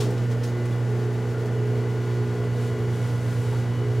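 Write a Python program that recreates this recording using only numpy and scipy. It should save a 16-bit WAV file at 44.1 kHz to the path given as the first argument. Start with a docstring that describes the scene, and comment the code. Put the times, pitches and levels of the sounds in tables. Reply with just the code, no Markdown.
"""A countertop dishwasher runs in a small kitchen, heard from close in front.
From the start its pump motor hums on the mains, throbs against slower rotor tones and buzzes the case
panels on and off, while water churns and drips inside. A dull splash and a few light ticks sound early.
A rattle comes and goes, and the hum's overtones harden as the pump takes load.
Near the end a faint high hiss swells twice and water splashes against the tub again."""
import sys
import numpy as np
from scipy import signal
from scipy.fft import rfft, irfft, dct
from scipy.io import wavfile
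from scipy.ndimage import uniform_filter1d

SR = 44100
rng = np.random.default_rng(int(sys.argv[2]) if len(sys.argv) > 2 else 0)


def int16_out(signal):
    """Quantize to a 16-bit WAV file."""
    q = np.round(np.clip(np.atleast_2d(signal).T, -1, 1) * 32767)
    wavfile.write(sys.argv[1], SR, q.astype(np.int16))


N = 176400
TIME = np.arange(N) / SR
BIN_HZ = np.arange(N // 2 + 1) * SR / N
MAINS_HZ = 60.02

# motor hum (multiple of the mains, level [dB], change under load [dB])
HUM_TONES = [(1, -52.5, -2), (2, -25, 0), (3, -43, 0.5), (4, -39.5, 0), (5, -50, 3.5), (8, -44.5, -0.5),
             (9, -61, -8), (14, -55.5, -1.5), (15, -61.5, 3), (17, -63.5, 9.5), (18, -63, -6.5),
             (20, -61.5, 0.5), (23, -66, 3), (24, -53.5, 0.5), (25, -67, -2), (26, -64, -7.5),
             (27, -67, 5.5), (29, -67.5, 2.5), (30, -59.5, -8.5), (32, -65, -9), (33, -60.5, 4.5),
             (38, -80, 10.5)]
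# buzz of the door panel and of the side panel (time [s], level [dB])
DOOR_BUZZ = [(0.0, -31.5), (0.04, -32), (0.27, -51), (0.81, -49), (0.92, -34), (1.41, -38.5), (1.45, -29.5),
             (1.5, -45), (1.56, -33.5), (2.02, -36), (2.47, -34), (2.5, -45), (2.79, -34), (3.2, -46),
             (3.28, -39), (3.38, -56), (3.45, -36), (3.78, -48), (3.82, -33), (3.98, -35)]
SIDE_BUZZ = [(0.0, -40), (0.25, -38), (0.33, -49.5), (0.59, -34), (0.85, -46.5), (0.95, -36.5), (1.23, -40),
             (2.42, -37.5), (2.48, -44.5), (2.89, -37), (3.05, -51), (3.72, -40.5), (3.76, -55),
             (3.8, -37.5), (3.92, -37), (3.98, -39)]
# rotor tones (pitch [Hz], level halfway through [dB])
ROTOR_TONES = [(67.5, -56.5), (70.5, -61.5), (95.5, -47.5), (108, -50), (110.5, -42.5), (124.5, -52),
               (149, -52)]
# whine of the bearings (pitch [Hz], level at half load [dB])
BEARING_WHINE = [(1125, -60), (2190, -63), (2880, -68), (3330, -67), (3842, -69.5), (4412, -67),
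                 (5490, -76), (6020, -74), (6750, -71)]
# the pump's lower and upper ringing notes (time [s], level [dB])
LOW_RING = [(0, -59), (.4, -62), (.5, -52), (.75, -54.5), (.92, -68), (1.3, -59.5), (1.72, -62),
            (1.87, -53), (2.05, -66), (2.75, -59), (3, -67), (3.3, -60), (4, -66)]
HIGH_RING = [(0, -72), (1.4, -69), (2.6, -65), (3.6, -64), (3.72, -59), (3.81, -56), (3.9, -66), (4, -68)]
# rattle tones (multiple of the mains, relative level [dB])
RATTLE_TONES = [(3.5, -12), (5.5, -10), (7.5, 1)]
# swells of the rattle (time [s], level [dB])
RATTLE_LEVEL = [(0, -51), (.68, -51), (.8, -45), (1.03, -41), (1.15, -49), (1.35, -40), (1.5, -43.5),
                (1.9, -43.5), (2.05, -53), (2.6, -53), (2.72, -43), (3.05, -55), (4, -54)]
# thin high buzz (frequency [Hz], typical level of one tone [dB])
FINE_BUZZ = [(2300, -76.5), (3500, -81), (6000, -87), (10000, -104)]
# water behind the door (frequency [Hz], relative level [dB])
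WATER_COLOUR = [(20, -10), (45, -10.5), (80, -9), (125, -1), (165, -3.5), (210, 3), (255, -4), (290, 1.5),
                (390, -3), (435, 3.5), (485, 2.5), (540, -3.5), (640, -4), (850, -9), (1200, -13.5),
                (1450, -12), (1800, -15.5), (2020, -16), (2400, -20), (4000, -26), (6800, -29), (8500, -33),
                (11000, -36.5), (13000, -38), (15500, -43.5)]
# swells of the low churning (time [s], relative level [dB])
CHURN_LEVEL = [(0, 4), (.7, -0.5), (1.5, 1), (2.2, -2.5), (2.8, 0.5), (3.3, -3), (4, -1.5)]
# drips, splashes and ticks (start [s], level [dB], centre [Hz], time to fade by 60 dB [s])
DRIPS = [(.47, -50.5, 6560, .17), (.722, -45.5, 3420, .085), (1.338, -41.5, 1405, .34),
         (3.442, -41.5, 860, .12), (3.554, -40.5, 1400, .1)]
SPLASHES = [(0.0, -41.5, 950, .8), (3.521, -36, 980, .14), (3.541, -41, 1250, .14)]
TICKS = [(0.0, -33.3, 4800, 0.3), (.101, -46.5, 7200, .14), (.173, -43.5, 4200, .15),
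         (.31, -48.5, 5500, .2), (.431, -38.8, 4900, 0.23), (.65, -46.5, 6200, .13),
         (1.452, -49, 6200, 0.2)]
# colour of a splash and of a tick (multiple of its centre, relative level [dB])
SPLASH_COLOUR = [(.3, -14), (.75, -3), (1, 0), (1.3, -6), (2, -19), (6, -45)]
TICK_COLOUR = [(.1, -8), (.36, -6), (.62, 1), (1.05, .5), (1.4, -3), (2.1, -9.5), (3.2, -18.5)]
# swells of the hiss (time [s], level [dB])
HISS_LEVEL = [(0, -64), (2.48, -69), (2.58, -55), (2.68, -51), (2.76, -67), (2.86, -67), (2.95, -53),
              (3.2, -55), (3.32, -51.5), (3.55, -52), (3.68, -61.5), (4, -60)]
# colour of the hiss (frequency [Hz], relative level [dB])
HISS_COLOUR = [(1000, -17), (3000, 6), (7500, 2), (10000, -0.5), (13500, -7), (15500, -13)]
# stereo width of the noise (frequency [Hz], side minus middle [dB])
WIDTH = [(60, -23), (250, -19), (500, -18), (1300, -15.5), (2300, -19), (3700, -19), (5500, -9), (7500, -8),
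         (10300, -8), (11600, -30)]
# stereo balance (frequency [Hz], left minus right [dB])
BALANCE = [(120, -2.4), (380, 1), (700, 0), (1300, 3), (2400, 1.4), (8000, .5)]


def motor():
    """The motor hums at multiples of the mains; load shifts their levels and hardens the sound."""
    hum = np.zeros(N)
    for multiple, db, load_db in HUM_TONES:
        waver_db = 0.94 if multiple < 9 else 1.16
        level = db + load_db * load()
        hum += tone(multiple * MAINS_HZ, level, waver_db, jitter=.045 * np.sqrt(multiple), rate=6.915)
    return hum


def load(start_s=1.35, rise_s=.7):
    """How hard the pump works, rising from 0 to 1."""
    return np.clip((TIME - start_s) / rise_s, 0, 1)


def panels(trim_db=-.3):
    """The motor buzzes two case panels on and off, each at one multiple of the mains."""
    return sum(tone(multiple * MAINS_HZ, curve(level) + trim_db, waver_db=.6, jitter=.046, rate=9)
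               for multiple, level in ((7, DOOR_BUZZ), (6, SIDE_BUZZ)))


def pump(rise_db_per_s=2.5, load_db=2.5, low_ring_hz=2011, high_ring_hz=3003):
    """Growing rotor tones throb against the hum, the bearings whine and two notes swell and fade."""
    rise = rise_db_per_s * (TIME - TIME.mean())
    rotor = sum(tone(hz, db + rise, waver_db=1.5, jitter=.89, rate=2.68) for hz, db in ROTOR_TONES)
    whines = [(hz, db + load_db * (load() - .5)) for hz, db in BEARING_WHINE]
    rings = [(low_ring_hz, curve(LOW_RING)), (high_ring_hz, curve(HIGH_RING))]
    return rotor + sum(tone(hz, db, waver_db=1.4, jitter=.5 * hz / low_ring_hz, rate=8)
                       for hz, db in whines + rings)


def rattle():
    """A rattle on every second mains cycle puts tones halfway between those of the hum."""
    return sum(tone(multiple * MAINS_HZ, db + curve(RATTLE_LEVEL), waver_db=1, jitter=.3, rate=7.1)
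               for multiple, db in RATTLE_TONES)


def fine_buzz(scatter_db=8):
    """Many faint, high multiples of the mains, each with its own random strength."""
    hz = MAINS_HZ * np.arange(39, 175)
    strength = gain(level_at(FINE_BUZZ, hz) + scatter_db * rng.standard_normal(len(hz)))
    phase = 2 * np.pi * rng.random(len(hz))
    spectrum = np.zeros(len(BIN_HZ), complex)
    spectrum[np.round(hz * N / SR).astype(int)] = strength * np.exp(1j * phase)
    return irfft(spectrum, N) * N / np.sqrt(2)


def water(level_db=-36.5):
    """The lows churn, the middle flickers with the spray, the treble pulses lightly with the motor."""
    spectrum = rfft(noise(WATER_COLOUR))
    low_pass, mid_pass = (1 / (1 + (BIN_HZ / hz) ** 4) for hz in (700, 2300))
    pulse = 1 + .032 * np.sin(2 * np.pi * MAINS_HZ * TIME)
    churn = irfft(spectrum * low_pass, N) * gain(.04 * wander(rate=8.9) + curve(CHURN_LEVEL))
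    spray = irfft(spectrum * (mid_pass - low_pass), N) * gain(.76 * wander(rate=49))
    treble = irfft(spectrum * (1 - mid_pass), N) * pulse * gain(wander(rate=22))
    return gain(level_db) * (churn + spray + treble)


def drips():
    """Each drop rings briefly on one slightly unsteady note."""
    return sum(tone(hz, db, waver_db=0, jitter=.00028 * hz, rate=260) * strike(start, fade_s, .006)
               for start, db, hz, fade_s in DRIPS)


def splashes():
    """Water hits the tub in dull bursts of noise."""
    return bursts(SPLASHES, SPLASH_COLOUR)


def ticks():
    """Light ticks: short, bright bursts of noise."""
    return bursts(TICKS, TICK_COLOUR)


def hiss():
    """A faint high hiss that swells twice."""
    return noise(HISS_COLOUR) * gain(curve(HISS_LEVEL))


def tone(hz, db, waver_db, jitter, rate):
    """A sine wave whose level wanders by waver_db and whose phase wanders by jitter radians."""
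    phase = 2 * np.pi * (hz * TIME + rng.random()) + jitter * wander(rate)
    return np.sqrt(2) * gain(db + waver_db * wander(rate)) * np.sin(phase)


def noise(colour, centre=1):
    """Coloured stereo noise: a middle part both ears share, plus a side part for width."""
    middle, side = rfft(rng.standard_normal((2, N))) * gain(level_at(colour, BIN_HZ / centre))
    middle = irfft(middle, N)
    side = irfft(side * gain(level_at(WIDTH, BIN_HZ)), N)
    return np.array([middle + side, middle - side]) / middle.std()


def bursts(events, colour):
    """One quickly fading puff of noise for each event."""
    return sum(noise(colour, hz) * gain(db) * strike(start, fade_s, rise_s=.007)
               for start, db, hz, fade_s in events)


def strike(start, fade_s, rise_s):
    """Loudness of a hit: a quick rise, then a fall of 60 dB every fade_s."""
    age = np.maximum(TIME - start, 0)
    return np.minimum(age / rise_s, 1) * np.exp(-np.log(1000) * age / fade_s)


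def wander(rate):
    """Smooth random drift with a spread of 1, taking `rate` steps a second."""
    step = max(int(SR / rate), 2)
    points = rng.standard_normal(N // step + 2)
    joined = np.interp(np.arange(N) / step, np.arange(len(points)), points)
    smooth = uniform_filter1d(joined, step // 2 + 1)
    return (smooth - smooth.mean()) / smooth.std()


def curve(table):
    """Join (time, level) points with straight lines."""
    times, levels = np.transpose(table)
    return np.interp(TIME, times, levels)


def level_at(table, hz):
    """Read between (frequency, level) points, with octaves evenly spaced."""
    frequencies, levels = np.transpose(table)
    return np.interp(np.log(np.maximum(hz, 1e-6)), np.log(frequencies), levels)


def gain(db):
    """Turn decibels into a multiplier."""
    return 10 ** (np.asarray(db) / 20)


def scene():
    """All the sounds together, with each frequency leaning a little to one side."""
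    machine = motor() + panels() + fine_buzz() + rattle() + pump()
    mix = machine + water() + ticks() + splashes() + drips() + hiss()
    spectrum = dct(mix, norm="ortho")
    lean_db = level_at(BALANCE, np.arange(N) * SR / (2 * N)) / 2
    return dct(spectrum * gain([lean_db, -lean_db]), type=3, norm="ortho")  # back to a waveform


def record(dry):
    """Fade in very quickly and cut away the highest treble."""
    fade_s, top_hz = .0006, 15700
    treble_cut = signal.ellip(10, .1, 80, top_hz, fs=SR, output="sos")
    return signal.sosfilt(treble_cut, dry * np.minimum(TIME / fade_s, 1))


dry = scene()
out = record(dry)
int16_out(out)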